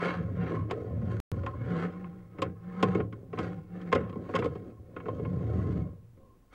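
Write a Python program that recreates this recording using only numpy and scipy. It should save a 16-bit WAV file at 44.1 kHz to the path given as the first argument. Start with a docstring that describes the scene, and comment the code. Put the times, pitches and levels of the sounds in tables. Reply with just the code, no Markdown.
"""At a drain pipe, a stiff inspection cable is hauled out in strokes, back onto its reel.
Each pull speeds up, holds and slows, rubbing and scraping through the guide and bowing the reel
into a drone. The reel rumbles as it turns, its frame rings, and slack loops knock against it
and shudder. The monitor adds faint hiss and a thin whine; once, the sound cuts out for a moment."""
import sys
import numpy as np
from scipy import signal
from scipy.fft import rfft, irfft
from scipy.io import wavfile
from scipy.ndimage import uniform_filter1d

SR = 44100
rng = np.random.default_rng(int(sys.argv[2]) if len(sys.argv) > 2 else 0)


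def inscribe(sig):
    """Save sig as 16-bit PCM at rate SR to the path in sys.argv[1].

    A 1-D sig is mono; a 2-D sig holds one channel per row.
    Samples are clipped to [-1, 1] before scaling.
    """
    pcm = np.round(np.clip(np.atleast_2d(sig).T, -1, 1) * 32767)
    wavfile.write(sys.argv[1], SR, pcm.astype(np.int16))


N = 288414
TIME = np.arange(N) / SR
CONTROL_TIME = np.arange(0, N / SR + .002, .002)  # coarse grid for envelopes

# Pulls through the guide; levels are relative within each layer:
# full speed at t/s, rise/s, hold/s, fall/s, rub/dB, scrape/dB, hiss/dB, ring/dB
PULLS = [(0.033, 0.048, 0.062, 0.13, -33.5, -33, -60, -44.5),
         (0.22, 0.18, 0.14, 0.14, -44.5, -61.5, -81, -65),
         (0.42, 0.086, 0.055, 0.12, -41, -44, -74.5, -57.5),
         (0.51, 0.1, 0.034, 0.13, -34, -46.5, -70.5, -44.5),
         (0.712, 0.069, 0.027, 0.5, -36, -55, -75.5, -63),
         (1.12, 0.19, 0.016, 0.19, -40.5, -50, -71, -56.5), (1.32, .1, 0.13, 0.36, -44, -57, -77, -55.5),
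         (1.778, .24, 0.073, 0.076, -35, -40.5, -66.5, -55),
         (1.93, .1, 0.011, 0.46, -49, -56.5, -79, -65.5), (2.38, 0.11, 0.061, 0.15, -51, -59.5, -97, -67),
         (2.82, 0.21, 0.15, 0.064, -46, -46, -71, -50), (3.164, .05, 0.021, 0.22, -49.5, -73, -92, -75),
         (3.4, 0.066, 0.04, 0.16, -37, -44.5, -64.5, -58),
         (3.763, 0.1, .12, 0.18, -47.5, -55.5, -78, -70.5),
         (3.964, .05, 0.053, 0.19, -41.5, -49.5, -77.5, -53.5),
         (4.32, 0.23, 0.12, 0.24, -39.5, -52, -71.5, -57),
         (4.657, .08, 0.046, 0.059, -45.5, -65.5, -80.5, -74),
         (5.085, 0.27, 0.55, 0.21, -42.5, -60, -78, -59.5),
         (5.542, 0.32, 0.25, 0.14, -39, -55.5, -74.5, -63),
         (6.19, 0.092, 0.047, 0.32, -61, -94.5, -99, -73),
         (6.53, 0.02, 0.022, 0.11, -63, -54.5, -70.5, -63)]
# Slack loops hitting the frame, relative levels: t/s, thud/dB, clack/dB, tick/dB, hollow note f/Hz
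KNOCKS = [(0.699, -46.5, -43.5, -71, 426), (0.709, -32.5, -34, -46, 368), (1.433, -38.5, -48, -72, 466),
          (1.463, -45, -34.5, -55.5, 247), (2.041, -53, -48, -90, 322), (2.384, -36, -46, -67, 405),
          (2.419, -27.5, -28.5, -37.5, 490), (2.827, -20.5, -23.5, -36, 540),
          (2.948, -24.5, -36.5, -54, 403), (2.982, -30, -58, -78, 408), (3.0, -30.5, -39, -71, 363),
          (3.125, -41, -48.5, -65, 250.3), (3.329, -35, -43.5, -66, 470), (3.375, -51, -40.5, -78, 364.6),
          (3.387, -32, -35, -48, 293), (3.814, -64.5, -64, -62.5, 404), (3.917, -39, -37, -58.5, 448),
          (3.926, -23, -22.5, -39.5, 516), (3.949, -30, -37, -43.5, 490), (3.956, -26, -32, -65, 520),
          (4.093, -47, -50.5, -64, 400), (4.126, -49, -48.5, -69, 282), (4.155, -32.5, -61, -76, 275),
          (4.29, -39, -46.5, -79, 486), (4.338, -30, -35.5, -72, 524), (4.352, -32, -25.5, -40.5, 480),
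          (4.361, -51, -31, -44.5, 400), (4.387, -27.5, -45, -45.5, 463), (4.422, -36.5, -36, -71, 466),
          (4.443, -33, -38, -52, 544), (4.455, -29, -40.5, -52, 540), (4.552, -37.5, -52.5, -66.5, 424),
          (4.963, -38.5, -41, -69, 412), (5.001, -55, -48, -84, 460), (5.056, -38, -46.5, -87, 420),
          (5.082, -31, -38.5, -66, 520), (5.194, -33, -53, -75, 433), (5.249, -35.5, -45, -72.5, 516),
          (6.169, -59.5, -71.5, -96, 330)]
# Broad body tone of cable and frame: f/Hz, gain/dB
BODY_TONE = [(25, -29), (50, -23), (70, -6.5), (92, 0), (135, -10), (220, -8.5), (520, -14.5), (680, -22.5),
             (850, -23), (1080, -20), (1600, -26), (2400, -30.5), (3300, -35), (4200, -45), (8000, -58.5),
             (13000, -71.5)]


def cable_drag(rumble, rub, scrape, hiss):
    """Slips of the cable shake the frame: slow bumps rumble and rub, fine dense grit scrapes."""
    # Scrape spectrum of the cable jacket in the guide: f/Hz, gain/dB
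    jacket_tone = [(800, 0), (1050, -7), (1330, 4.5), (1700, 1), (2200, -6), (2450, -10.5), (3300, -16),
                   (4000, -21.5), (4900, -27.5), (5700, -28), (7400, -35.5), (9000, -36.5), (13000, -49.5)]
    bumps = slips(per_s=300, spread_db=0.26, smooth=1.0)
    bumps = signal.oaconvolve(bumps, frame_response(BODY_TONE, ring_db=-1))[:N]
    bumps = sliding_contact(bumps, depth_db=3, size=4096)
    grit = slips(per_s=2600, spread_db=2.8, smooth=.8) * amp(1.3 * wander(35))
    grit = signal.oaconvolve(grit, frame_response(jacket_tone, ring_db=-2))[:N]
    grit = sliding_contact(grit, depth_db=2.8, size=2048)
    rasp = hiss * np.sqrt(hiss / amp(-57))  # comes forward on the hardest pulls
    out = amp(2.6) * rumble * steadied(band(bumps, 67, 190), 0.074)
    out += amp(-1.0) * rub * steadied(band(bumps, 248, 661, order=4), 0.26)
    out += amp(-1.6) * scrape * steadied(band(grit, 750, 3900, order=4), 0.17)
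    out += amp(-0.5) * rasp * steadied(band(grit, 4400, 5400), 0.12)
    return out + amp(-0.5) * hiss * steadied(band(grit, 4500, 15000), 0.54)


def drag_envelopes(let_go_s=6.04, settle_db_per_s=37.5):
    """Pulls, reel turns and knocks drive the levels of rumble, rub, scrape and hiss."""
    # Reel turns taking up the slack: full speed at t/s, rise/s, hold/s, fall/s, relative rumble/dB
    reel_turns = [(0.215, 0.14, 0.21, 0.21, -37), (0.584, 0.053, 0.04, 0.15, -33),
                  (0.955, 0.24, 0.44, .25, -34.5), (1.584, 0.065, 0.072, 0.28, -36.5),
                  (2.995, 0.058, 0.043, 0.087, -42), (3.41, 0.16, 0.09, 0.26, -44),
                  (4.797, 0.019, 0.011, 0.038, -46.5), (5.292, 0.24, 0.29, .12, -34),
                  (5.551, 0.082, 0.27, .15, -33.5)]
    rub_db, scrape_db, hiss_db = np.transpose(PULLS)[4:7]
    thud_db, clack_db = np.transpose(KNOCKS)[1:3]
    # The frame trembles for as long as the cable is handled.
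    tremor = amp(-55 - settle_db_per_s * np.maximum(TIME - let_go_s, 0))
    rolling = swells(reel_turns, np.transpose(reel_turns)[-1])
    low_shake = shudder(thud_db - 9.5, build_s=0.035, decay_db_per_s=94)
    mid_shake = shudder(thud_db - 4, build_s=0.036, decay_db_per_s=190)
    rattle = shudder(clack_db - 8.5, build_s=0.0092, decay_db_per_s=340)
    rumble = np.sqrt(rolling ** 2 + low_shake ** 2 + tremor ** 2)
    rub = np.hypot(swells(PULLS, rub_db, steepness=0.86), mid_shake)
    scrape = np.hypot(swells(PULLS, scrape_db), rattle)
    hiss = swells(PULLS, hiss_db, steepness=1.05)
    return rumble, rub, scrape, hiss


def slips(per_s, spread_db, smooth):
    """Friction force: tiny slips of uneven size over a smooth sliding noise."""
    sizes = amp(spread_db * np.minimum(rng.exponential(1, N), 4)) * rng.standard_normal(N)
    slipping = rng.random(N) < per_s / SR
    return unit_rms(sizes * slipping) + smooth * rng.standard_normal(N)


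def sliding_contact(x, depth_db, size):
    """The contact point travels along the cable, so narrow resonances come and go."""
    spectra = signal.stft(x, nperseg=size)[2]
    patches = uniform_filter1d(rng.standard_normal(spectra.shape), size=4, axis=0)
    patches = uniform_filter1d(patches, size=4, axis=1)
    return signal.istft(spectra * amp(depth_db * unit_rms(patches)), nperseg=size)[1][:N]


def frame_response(tone, ring_db, spread_db=0, size=16384):
    """Impulse response of the frame; with spread_db, each contact point weights the modes anew."""
    # Modes of the reel frame: f/Hz, width/Hz, relative peak/dB
    modes = [(113, 8, 11), (178, 14, 6), (313, 16, 5), (428, 18, 7), (474, 16, 7), (535, 26, 5),
             (740, 18, 12), (1062, 36, 18), (1268, 22, 13), (1430, 35, 7), (1654, 25, 3), (1796, 30, 4),
             (1983, 35, 6), (2178, 60, 12), (2534, 40, 6), (2715, 65, 6), (3170, 90, 5), (5000, 200, 6),
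             (6550, 200, 6), (7550, 350, 6)]
    hz = np.fft.rfftfreq(size, 1 / SR)
    weights = amp(ring_db + spread_db * rng.standard_normal(len(modes)))
    peaks = sum((weight * amp(db)) ** 2 / (1 + (2 * (hz - mode_hz) / width) ** 2)
                for weight, (mode_hz, width, db) in zip(weights, modes))
    log_gain = np.log(eq_gain(tone, hz) * np.sqrt(1 + peaks))
    mirrored = np.r_[log_gain, log_gain[-2:0:-1]]
    minimum_phase = np.exp(np.conj(signal.hilbert(mirrored)))
    return np.fft.ifft(minimum_phase).real[:size // 2]


def reel_singing(ring_hz=1062, ring_lag_s=0.033):
    """The sliding cable bows the reel into a soft, wavering drone and a rough higher ring."""
    # Spells of bowing: full strength at t/s, rise/s, hold/s, fall/s, relative level/dB, pitch f/Hz
    spells = [(0.0, 0.17, 0.25, 0.054, -39.5, 172), (0.39, 0.038, 0.033, 0.083, -32.5, 171.9),
              (0.525, 0.066, 0.034, .07, -35.5, 169), (1.706, 0.089, 0.14, .12, -33.5, 173.8),
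              (1.967, 0.16, .1, 0.45, -43, 179.7), (2.439, 0.059, 0.027, .12, -37, 179.6),
              (2.68, 0.14, 0.11, .1, -42, 177), (2.859, 0.18, .06, 0.14, -31.5, 182),
              (3.426, 0.16, 0.17, 0.039, -40.5, 180), (3.735, 0.061, 0.2, 0.37, -39.5, 176)]
    # Partials of the drone, before tuning to each spell's pitch: f/Hz, relative level/dB
    partials = [(177, 0), (352, -19), (474, -16), (770, -21)]
    full_s, _, hold_s, _, drone_db, pitch_hz = np.transpose(spells)
    grip = swells(spells, drone_db) * amp(1.7 * wander(11))  # the grip comes and goes
    tuning = np.interp(TIME, full_s + hold_s / 2, pitch_hz) / partials[0][0]
    drone = sum(amp(db) * bowed_tone(hz * tuning) for hz, db in partials)
    pull = swells(PULLS, np.transpose(PULLS)[-1], steepness=0.84)
    ring_level = np.interp(TIME - ring_lag_s, TIME, pull)  # builds up behind the pull
    ring = steadied(shaped_noise(lambda hz: 1 / (1 + ((hz - ring_hz) / 30) ** 2)), .12)
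    flutter = amp(1 + 3.5 * wander(21))  # the ring catches and lets go
    return amp(0.5) * grip * drone + flutter * ring_level * ring


def bowed_tone(hz, drift_hz=6, flutter_db=2.2):
    """Friction keeps one resonance going; its pitch drifts and its level flutters."""
    cycles = np.cumsum(hz + drift_hz * wander(8.61)) / SR
    return unit_rms(amp(flutter_db * wander(46)) * np.sin(2 * np.pi * cycles))


def loop_knocks(softening_db=39.5):
    """Slack loops hit the frame; the more thud outweighs clack, the longer the contact."""
    out = np.zeros(N)
    for at_s, thud_db, clack_db, tick_db, hollow_hz in KNOCKS:
        contact_s = max(.0031 * 2 ** ((thud_db - clack_db) / softening_db), .0018)
        add(out, at_s - 0.00153, knock((thud_db, clack_db, tick_db), hollow_hz, contact_s))
    return amp(-2.2) * out


def knock(levels_db, hollow_hz, contact_s, lag_s=0.002482, size=16384):
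    """A loop presses and chatters on the frame; bending waves carry the treble ahead of the bass."""
    t = np.arange(size) / SR
    contact = t / contact_s
    press = contact * np.exp(1 - contact) + amp(-14) * (1 - np.exp(-contact)) * np.exp(-t / .015)
    hz = np.fft.rfftfreq(size, 1 / SR)
    bending = np.exp(-4j * np.pi * lag_s * np.sqrt(hz * 400))  # delay is lag_s at 400 Hz
    hollow = 1 + 3.7 / (1 + 1j * (hz - hollow_hz) / 55)  # each loop has its own note
    body = rfft(frame_response(BODY_TONE, ring_db=-1, spread_db=2.5), size)
    chatter = rfft(press * rng.standard_normal(size))
    hit = irfft(chatter * body * hollow * bending)
    thud, clack, tick = band(hit, 150, 800), band(hit, 800, 3000), band(hit, 3000, 15000)
    attack = slice(SR // 40)
    return sum(amp(db) * part / np.std(part[attack]) for db, part in zip(levels_db, (thud, clack, tick)))


def shudder(levels_db, build_s, decay_db_per_s):
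    """Envelope of the shaking that each knock leaves in the cable, in proportion to the blow."""
    power = 0
    for (at_s, *_), db in zip(KNOCKS, levels_db):
        age = np.maximum(CONTROL_TIME - at_s, 0)
        power += (np.minimum(age / build_s, 1) * amp(db - decay_db_per_s * age)) ** 2
    return np.interp(TIME, CONTROL_TIME, np.sqrt(power))


def monitor(whine_hz=15626):
    """A low noise bed, electronic hiss and the line whine of the screen."""
    # Spectrum of the low bed and hiss: f/Hz, relative level/dB
    hiss_tone = [(20, 34), (45, 34.5), (70, 29.5), (150, 16), (500, 13.5), (1500, 3.5), (4000, -5.5),
                 (9000, -7), (15500, -7.5)]
    hiss = shaped_noise(lambda hz: eq_gain(hiss_tone, hz))
    return amp(-63.0) * hiss + amp(-89.5) * np.sin(2 * np.pi * whine_hz * TIME)


def swells(moves, levels_db, steepness=1):
    """Envelope of moves that speed up, hold and slow; a rise or fall spans 20 dB times steepness."""
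    power = 0
    for (full_s, rise_s, hold_s, fall_s, *_), db in zip(moves, levels_db):
        rising = (full_s - CONTROL_TIME) / rise_s
        falling = (CONTROL_TIME - full_s - hold_s) / fall_s
        slowness = np.maximum(np.maximum(rising, falling), 0)
        power += amp(db - steepness * 20 * slowness) ** 2
    return np.interp(TIME, CONTROL_TIME, np.sqrt(power))


def steadied(x, span_s):
    """Levels out swings slower than span_s."""
    size = int(span_s * SR)
    power = signal.oaconvolve(x ** 2, np.hanning(size) * 2 / size, "same")
    return x / np.sqrt(abs(power) + 1e-9)


def wander(rate_hz):
    """Slow random modulation of rms 1."""
    return shaped_noise(lambda hz: np.exp(-(hz / rate_hz) ** 2))


def shaped_noise(gain):
    """Noise of rms 1 with the spectrum gain(hz)."""
    spectrum = rfft(rng.standard_normal(N)) * gain(np.fft.rfftfreq(N, 1 / SR))
    return unit_rms(irfft(spectrum, N))


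def band(x, lo_hz, hi_hz, order=3):
    """Causal band-pass."""
    return signal.sosfilt(signal.butter(order, [lo_hz, hi_hz], "band", fs=SR, output="sos"), x)


def eq_gain(curve, hz):
    """Gain of an EQ curve, interpolated on a log-frequency axis."""
    points_hz, db = np.transpose(curve)
    return amp(np.interp(np.log(hz + 1), np.log(points_hz + 1), db))


def add(mix, at_s, sound):
    """Mixes a sound in at a given time."""
    part = mix[max(round(at_s * SR), 0):][:len(sound)]
    part += sound[:len(part)]


def unit_rms(x):
    """Scales to rms 1."""
    return x / np.sqrt(np.mean(x ** 2) + 1e-20)


def amp(db):
    """Decibels to gain."""
    return 10 ** (np.asarray(db) / 20)


def scene():
    """Cable, reel and monitor in a mono mix."""
    return (cable_drag(*drag_envelopes()) + reel_singing() + loop_knocks() + monitor())[None]


def record(dry):
    """The signal drops out briefly with a pop at each edge; a low-pass trims the top."""
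    cut_s, back_s, pop_s, fade_s = 1.2015, 1.3172, 0.00085, 0.00098
    outside_s = np.maximum(cut_s - TIME, TIME - back_s)
    gate = np.clip(outside_s / fade_s, 0, 1)
    pops = 0.051 * np.exp(-abs(outside_s) / pop_s) * (outside_s > 0)
    low_pass = signal.firwin(511, 15850, window=("kaiser", 9), fs=SR)
    return signal.oaconvolve(dry * gate + pops, low_pass[None], "same", axes=1)


dry = scene()
out = record(dry)
inscribe(out)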